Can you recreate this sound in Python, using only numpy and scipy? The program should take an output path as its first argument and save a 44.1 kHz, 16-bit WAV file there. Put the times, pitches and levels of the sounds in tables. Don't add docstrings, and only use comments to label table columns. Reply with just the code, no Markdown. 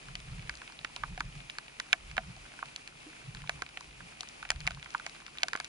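import sys
import numpy as np
from scipy import signal
from scipy.fft import rfft, irfft
from scipy.io import wavfile
from scipy.ndimage import uniform_filter1d

SR = 44100
rng = np.random.default_rng(int(sys.argv[2]) if len(sys.argv) > 2 else 0)


def to_wav(sig):
    pcm = np.clip(np.atleast_2d(sig), -1, 1) * 32767
    pcm = np.round(pcm).astype(np.int16)
    wavfile.write(sys.argv[1], SR, pcm.T)


def nominal_scale(level):
    x = np.asarray(level, float) / 20
    return 10 ** x


N = 250469


def rms_one(x):
    return x / np.sqrt(np.mean(x ** 2) + 1e-20)


def at_hz(points, hz, column=1):
    points = np.array(points)
    return np.interp(np.log(hz), np.log(points[:, 0]), points[:, column])


def ring(clicks, hz, t60):
    radius, w = nominal_scale(-60 / (t60 * SR)), 2 * np.pi * hz / SR
    return signal.lfilter([0, np.sin(w)], [1, -2 * radius * np.cos(w), radius ** 2], clicks + 1e-18)


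def resonances(x, modes):
    out = 0
    for k, (hz, width, db) in enumerate(modes):
        b, a = signal.iirpeak(hz, hz / width, fs=SR)
        out = out + (-1) ** k * nominal_scale(db) * signal.lfilter(b, a, x)
    return out


# (frequency [Hz], level [dB])
SPRAY = [(3800, -1.5), (5000, -1.5), (6300, -6.5), (7000, -4.5), (8300, -24.5), (9700, -12), (11000, -14),
         (12500, -11)]
# (frequency [Hz], level [dB], t60 [s])
RIBS = [(658.7, -18, 0.087), (723, -3.5, 0.037), (740, 1, 0.027)]
# (frequency [Hz], level [dB])
BOX = [(900, 2.5), (1250, 1.5), (1600, 5), (1900, -1), (2300, 4), (2800, 3), (3200, 1), (3800, 2.5)]
# (frequency [Hz], left lag [ms], left-right [dB])
OVERHEAD = [(750, .2, -1), (1100, .12, -3), (1550, .11, -5), (2450, .1, -4), (2900, .26, -2),
            (4500, .19, 0), (5600, .24, 3), (9500, .11, 0)]


def canopy(drops):
    s, peak_db, pitch_hz, bright_db, ring_db, pan_db = np.transpose(drops)
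    splash_db, shiver_db, contact_s = -9.0, -16.0, .0005
    cloth_hz, spray_hz = np.geomspace(900, 3800, 13), np.geomspace(4100, 12400, 13)
    spread = np.clip(2 + bright_db / 18, .1, 1)
    slope_db = 19 - 6 * spread

    octaves = np.log2(cloth_hz[:, None] / pitch_hz)
    cloth = -slope_db * np.abs(octaves) + at_hz(BOX, cloth_hz)[:, None]
    cloth = cloth + (4.0 - 0.42 * spread) * octaves
    cloth = cloth - 10 * np.log10(np.sum(nominal_scale(cloth) ** 2, axis=0))
    spray = at_hz(SPRAY, spray_hz)[:, None] + bright_db + splash_db

    # (Hz, dB, t60 in s, lateness in contact times)
    modes = [(hz, db, 13.0 / hz ** .95, .14) for hz, db in zip(cloth_hz, cloth)]
    modes += [(hz * .94, db + shiver_db, 60.0 / hz, 5.0) for hz, db in zip(cloth_hz, cloth)]
    modes += [(hz, db, .006, 1.6) for hz, db in zip(spray_hz, spray)]
    modes += [(hz, db + ring_db, t60, .5) for hz, db, t60 in RIBS]

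    chance = np.clip(rng.standard_normal((len(s), len(modes), 5)), -2, 2)
    out = np.zeros((2, N))
    for k, (hz, level_db, t60, late) in enumerate(modes):
        when = s + late * spread * contact_s * np.abs(chance[:, k, 0])
        apart = at_hz(OVERHEAD, hz) / 1000 + spread * .07 * chance[:, k, 1] / hz
        left_right_db = pan_db + at_hz(OVERHEAD, hz, column=2)
        clicks = np.zeros((2, N))
        for port, side in enumerate((1, -1)):
            at = np.clip((when + side * apart / 2) * SR, 0, N - 1).astype(int)
            own_db = spread * (1.2 * chance[:, k, 2] + 1.2 * chance[:, k, 3 + port])
            np.add.at(clicks[port], at, nominal_scale(peak_db + level_db + side * left_right_db / 2 + own_db))
        soft = np.exp(-2 * np.pi * 1.14 * hz / SR)
        push = signal.lfilter([(1 - soft) ** 2], [1, -2 * soft, soft ** 2], clicks + 1e-18)
        out += (-1) ** k * ring(push, hz, t60)
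    no_bass = signal.butter(2, 520, "high", fs=SR, output="sos")
    return 2.206 * signal.sosfilt(no_bass, out)


# (time [s], peak [dB], cloth pitch [Hz], splash [dB], rib ring [dB])
RIB_DROPS = [(0.1535, -23, 3280, -4.5, -27), (0.9636, -31.5, 1110, -22, -12), (1.177, -29, 1850, -7, -7),
             (1.9292, -4, 2410, -10, -21.5), (2.1672, -22.5, 1530, -8, -28), (2.179, -11.5, 1890, -21, -7),
             (2.364, -48.5, 895, 10, 7), (2.6261, -20.5, 1200, -33, -11), (3.4941, -15, 1960, -8, -16.5),
             (3.6207, -21.5, 1600, -4, -17), (3.7728, -25.5, 2400, -11, -21), (4.2072, -26, 3680, 4, -12),
             (4.2307, -33.5, 1180, -0.5, -18), (4.4513, -28.5, 2010, -16.5, -11),
             (4.5032, -12, 2250, 1, -46), (4.5155, -26, 1590, 0.5, -5.5), (4.6677, -23.5, 2100, -1, -20),
             (4.6745, -12.5, 2100, -6.5, -19), (4.707, -26.5, 1580, -7, -12),
             (5.0638, -22.5, 2000, -2.5, -12.5), (5.4319, -9, 2700, -3, -12.5),
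             (5.552, -18.5, 1530, -25, -16.5), (5.6, -22.5, 1750, 1.5, -19)]
# (time [s], peak [dB], cloth pitch [Hz], splash
# [dB])
CLOTH_DROPS = [(0.0846, -34, 1480, -11), (0.4944, -19, 1860, -8), (0.6172, -30.5, 1470, -10),
               (0.6768, -31, 2540, -10), (0.6974, -39.5, 970, -15), (0.7903, -29, 3900, -36),
               (0.8469, -19.5, 1920, -10), (0.962, -25.5, 3220, -2.5), (1.0355, -17, 1260, -22),
               (1.2051, -16.5, 1460, -8.5), (1.4983, -26.5, 2860, -5.5), (1.584, -25, 1720, 1.5),
               (1.7993, -19, 1830, -2.5), (2.1133, -34.5, 2440, -6), (2.5897, -31, 1560, -23),
               (2.7612, -28.5, 3460, 2), (2.8754, -33, 2660, 0.5), (3.348, -34, 1550, 0),
               (3.8073, -38, 1050, 5), (4.0048, -34, 1590, -21), (4.427, -26.5, 1480, -10),
               (4.8593, -30.5, 1490, -20.5), (4.947, -14, 1260, -31), (4.9974, -29.5, 1440, -9),
               (5.2793, -36.5, 1350, -7), (5.3846, -26.5, 3620, -11), (5.4831, -23, 1800, 0),
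               (5.532, -18.5, 1460, -6), (5.5733, -34, 1550, -6), (5.6448, -29.5, 2800, 3.5),
               (0.028, -44, 2400, -3), (0.4235, -42, 2330, 0), (0.722, -40, 1660, 2.5),
               (0.874, -42, 2370, -33), (0.899, -44, 1000, -12), (1.079, -50, 900, -28),
               (1.124, -50, 1000, -14), (1.1978, -43, 3500, 6), (1.5042, -49, 2220, 12),
               (2.6852, -39, 2400, -18), (3.439, -38, 1050, -17), (3.591, -42.5, 1000, -5),
               (4.122, -43.5, 1300, -14), (3.6896, -38, 2610, -4), (3.9096, -43, 2410, -10),
               (4.2965, -39, 2560, -13), (4.655, -36, 1210, -21), (4.6817, -30, 2090, -10),
               (4.771, -38.5, 970, -26), (4.7965, -39, 2410, -3), (4.9396, -38, 1500, 1),
               (4.9799, -42, 3600, 3), (5.0741, -42, 1120, 1), (5.148, -39, 1730, -2),
               (5.202, -39.5, 1500, -2), (5.218, -43, 1150, -23.5), (5.4061, -41, 2370, -4),
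               (5.42, -36, 2540, -3), (5.5425, -43, 2390, 8), (5.651, -38, 2630, 0)]
# (time [s], peak [dB], splash [dB])
TICKS = [(0.2016, -37, -2.5), (0.394, -35, -17), (0.4734, -35, -26), (0.553, -52, 16), (0.5715, -47.5, 11),
         (1.4036, -33, -28), (1.681, -33.5, -21), (2.0986, -41, -12), (2.5188, -41, -20),
         (2.657, -37, -2.5), (3.37, -34, -18), (3.4186, -37, -4), (3.4742, -33, -11), (3.6636, -33.5, -11),
         (4.273, -34, -30), (4.2871, -45, 14), (4.49, -33.5, -5), (4.56, -33, -14), (4.6044, -36.5, 4),
         (4.6112, -31.5, -25), (4.7174, -37, -10), (4.747, -37.5, -3), (4.8272, -29.5, -12),
         (4.8449, -42, 4), (4.9044, -40.5, 5), (5.0952, -36, -2), (5.2644, -30.5, -7), (5.3732, -33, -7),
         (5.5613, -31, 0), (5.6095, -33, -17.5)]


def single_drops():
    far_rib_db, tick_hz, tick_pan_db = -37, 2490, 6

    def pan_db(splash_db):
        return 1.9 + 0.06 * splash_db

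    rib = [(*row, pan_db(row[3])) for row in RIB_DROPS]
    cloth = [(*row, far_rib_db, pan_db(row[3])) for row in CLOTH_DROPS]
    ticks = [(s, db, tick_hz, splash_db, far_rib_db, tick_pan_db) for s, db, splash_db in TICKS]
    return rib + cloth + ticks


def patter(count=900, level_db=-55.0, sizes_db=3.5):
    u = rng.random((count, 6))
    time_s = u[:, 0] * N / SR
    peak_db = level_db + sizes_db * np.minimum(-np.log(u[:, 1]), 3.5)
    pitch_hz = 1300 * 2.47 ** u[:, 2]
    splash_db, rib_db = -16 + 14 * u[:, 3], -26 + 14 * u[:, 4]
    pan_db = 2.7 * (u[:, 5] - .5)
    return np.transpose([time_s, peak_db, pitch_hz, splash_db, rib_db, pan_db])


# (time [s], peak [dB], pitch [Hz], t60 [s])
THUDS = [
    (0.846, -39, 294, 0.025),
    (1.203, -42.5, 280, 0.046),
    (2.177, -42, 210, 0.11),
    (3.065, -43, 302, 0.15),
    (3.621, -28.5, 387, 0.01),
    (4.2, -60, 397, 0.052),
    (4.707, -56, 211, 0.063),
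    (5.527, -44, 480, 0.047),
    (5.5515, -24.5, 345, 0.0089),
]


def thuds():
    out, t = np.zeros(N), np.arange(N) / SR
    for s, peak_db, hz, t60 in THUDS:
        age = np.maximum(t - s, 0)
        envelope = nominal_scale(peak_db - 1 - 60 * age / t60) * (1 - np.exp(-age / 0.0011))
        out += envelope * np.sin(2 * np.pi * hz * age * (1 + 0.4 * age))
    return out


def swell(s, peak_db, rise, fall, calm_db):
    age = np.arange(0, N + 64, 64) / SR - s[:, None]
    each = nominal_scale(peak_db[:, None] + np.where(age < 0, rise, -fall) * age)
    level = np.sqrt(nominal_scale(calm_db) ** 2 + np.sum(each ** 2, axis=0))
    return np.interp(np.arange(N) / 64, np.arange(age.shape[1]), level)


# (frequency [Hz], width [Hz], level [dB])
HEAVE = [(36, 8, 0), (58, 11, -4), (84, 12, -18)]
# (frequency [Hz], width [Hz], level [dB])
SHELL = [(114.6, 23.3, -2), (145.2, 18, 4.5), (173.2, 23, -2)]
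# (time [s], heave [dB], slap [dB])
WAVELETS = [(0.089, -55, -50.5), (0.17, -48.5, -47), (0.319, -44, -40.5), (0.409, -47, -44),
            (0.49, -49, -67), (0.82, -61, -58.5), (1.02, -54, -51.5), (1.11, -43, -46), (1.248, -45, -45.5),
            (1.31, -52, -66), (1.37, -51, -46), (2.06, -49.5, -64), (2.139, -46, -51.5), (2.21, -63, -55),
            (2.29, -49.5, -46), (2.42, -55, -60), (2.67, -72, -61), (2.97, -75, -61), (3.301, -67, -43),
            (3.35, -51, -51), (3.43, -55, -45.5), (3.56, -53, -52), (3.91, -55, -58.5), (3.97, -56, -67),
            (4.03, -74, -51.5), (4.51, -68, -57), (4.56, -43, -54.5), (4.63, -58, -44.5),
            (4.68, -45.5, -49), (4.75, -55, -47)]


def hull():
    s, heave_db, slap_db = np.transpose(WAVELETS)
    push = rng.standard_normal((4, N))
    heave = sum(resonances(p, [mode]) for p, mode in zip(push[1:], HEAVE))
    heave = resonances(heave, [(47, 127, 0)])
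    slap = signal.sosfilt(signal.butter(4, 225, fs=SR, output="sos"), resonances(push[0], SHELL))

    def levelled(x):
        return x / np.sqrt(uniform_filter1d(x ** 2, size=5000) + 1e-12)

    rumble = levelled(heave) * swell(s, heave_db, rise=186, fall=136, calm_db=-68)
    rumble = rumble + levelled(slap) * swell(s, slap_db, rise=270, fall=183, calm_db=-68)
    apart = nominal_scale(-16.5) * np.gradient(rumble) * SR / (2 * np.pi * 120)
    return rumble * nominal_scale([[-.35], [.35]]) + apart * [[-1], [1]]


def drift(rate):
    return np.interp(np.arange(N) / SR * rate, np.arange(400), rng.standard_normal(400))


# (frequency [Hz], level [dB per Hz])
HISS = [(120, -40), (200, 0), (450, -3), (1200, -3.5), (1950, -4), (2450, -3), (3000, -4.5), (3600, -8),
        (4700, -9), (6000, -11.5), (6900, -12), (8100, -16.5), (9500, -13), (11000, -14)]
# (frequency [Hz], width [Hz], level [dB])
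HOUSING = [(760, 110, -12), (1620, 280, -4), (2470, 390, -1)]
# (frequency [Hz], likeness [0-1], left lead [rad], left-right [dB])
PORTS = [(100, .92, 0, -.7), (270, .4, -.5, -.5), (600, .42, -3.1, -.7), (1150, .35, -3.2, -.5),
         (1600, .4, -2.2, -4), (2400, .72, -1.8, 1.6), (3800, .3, -1, 2), (4700, .25, -.4, 5),
         (6000, .25, -1, 2), (7700, .4, 0, 0), (9500, .55, -.3, 1), (11000, .55, -.1, .3)]


def far_rain():
    hz = np.maximum(np.fft.rfftfreq(N, 1 / SR), 20)
    gusts = nominal_scale(0.27 * drift(1.28) + 1.1 * drift(25))
    white = rng.standard_normal((2, N)) * gusts
    colour = nominal_scale(at_hz(HISS, hz)) * (hz < 11080)
    shared, own = rfft(white + resonances(white, HOUSING)) * colour
    alike = np.clip(at_hz(PORTS, hz), 0, 1)
    lead = np.exp(1j * at_hz(PORTS, hz, column=2))
    left = alike * lead * shared + np.sqrt(1 - alike ** 2) * own
    tilt = nominal_scale(at_hz(PORTS, hz, column=3) / 2)
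    return nominal_scale(-53.0) * rms_one(irfft([left * tilt, shared / tilt], N))


def scene():
    drops = np.vstack([single_drops(), patter()])
    return canopy(drops) + thuds() + hull() + far_rain()


def low_pass(x):
    return signal.sosfilt(signal.butter(12, 12690, fs=SR, output="sos"), x)


def record(dry):
    mix = signal.sosfilt(signal.cheby2(10, 70, 13000, fs=SR, output="sos"), dry)
    return low_pass(mix)


dry = scene()
out = record(dry)
to_wav(out)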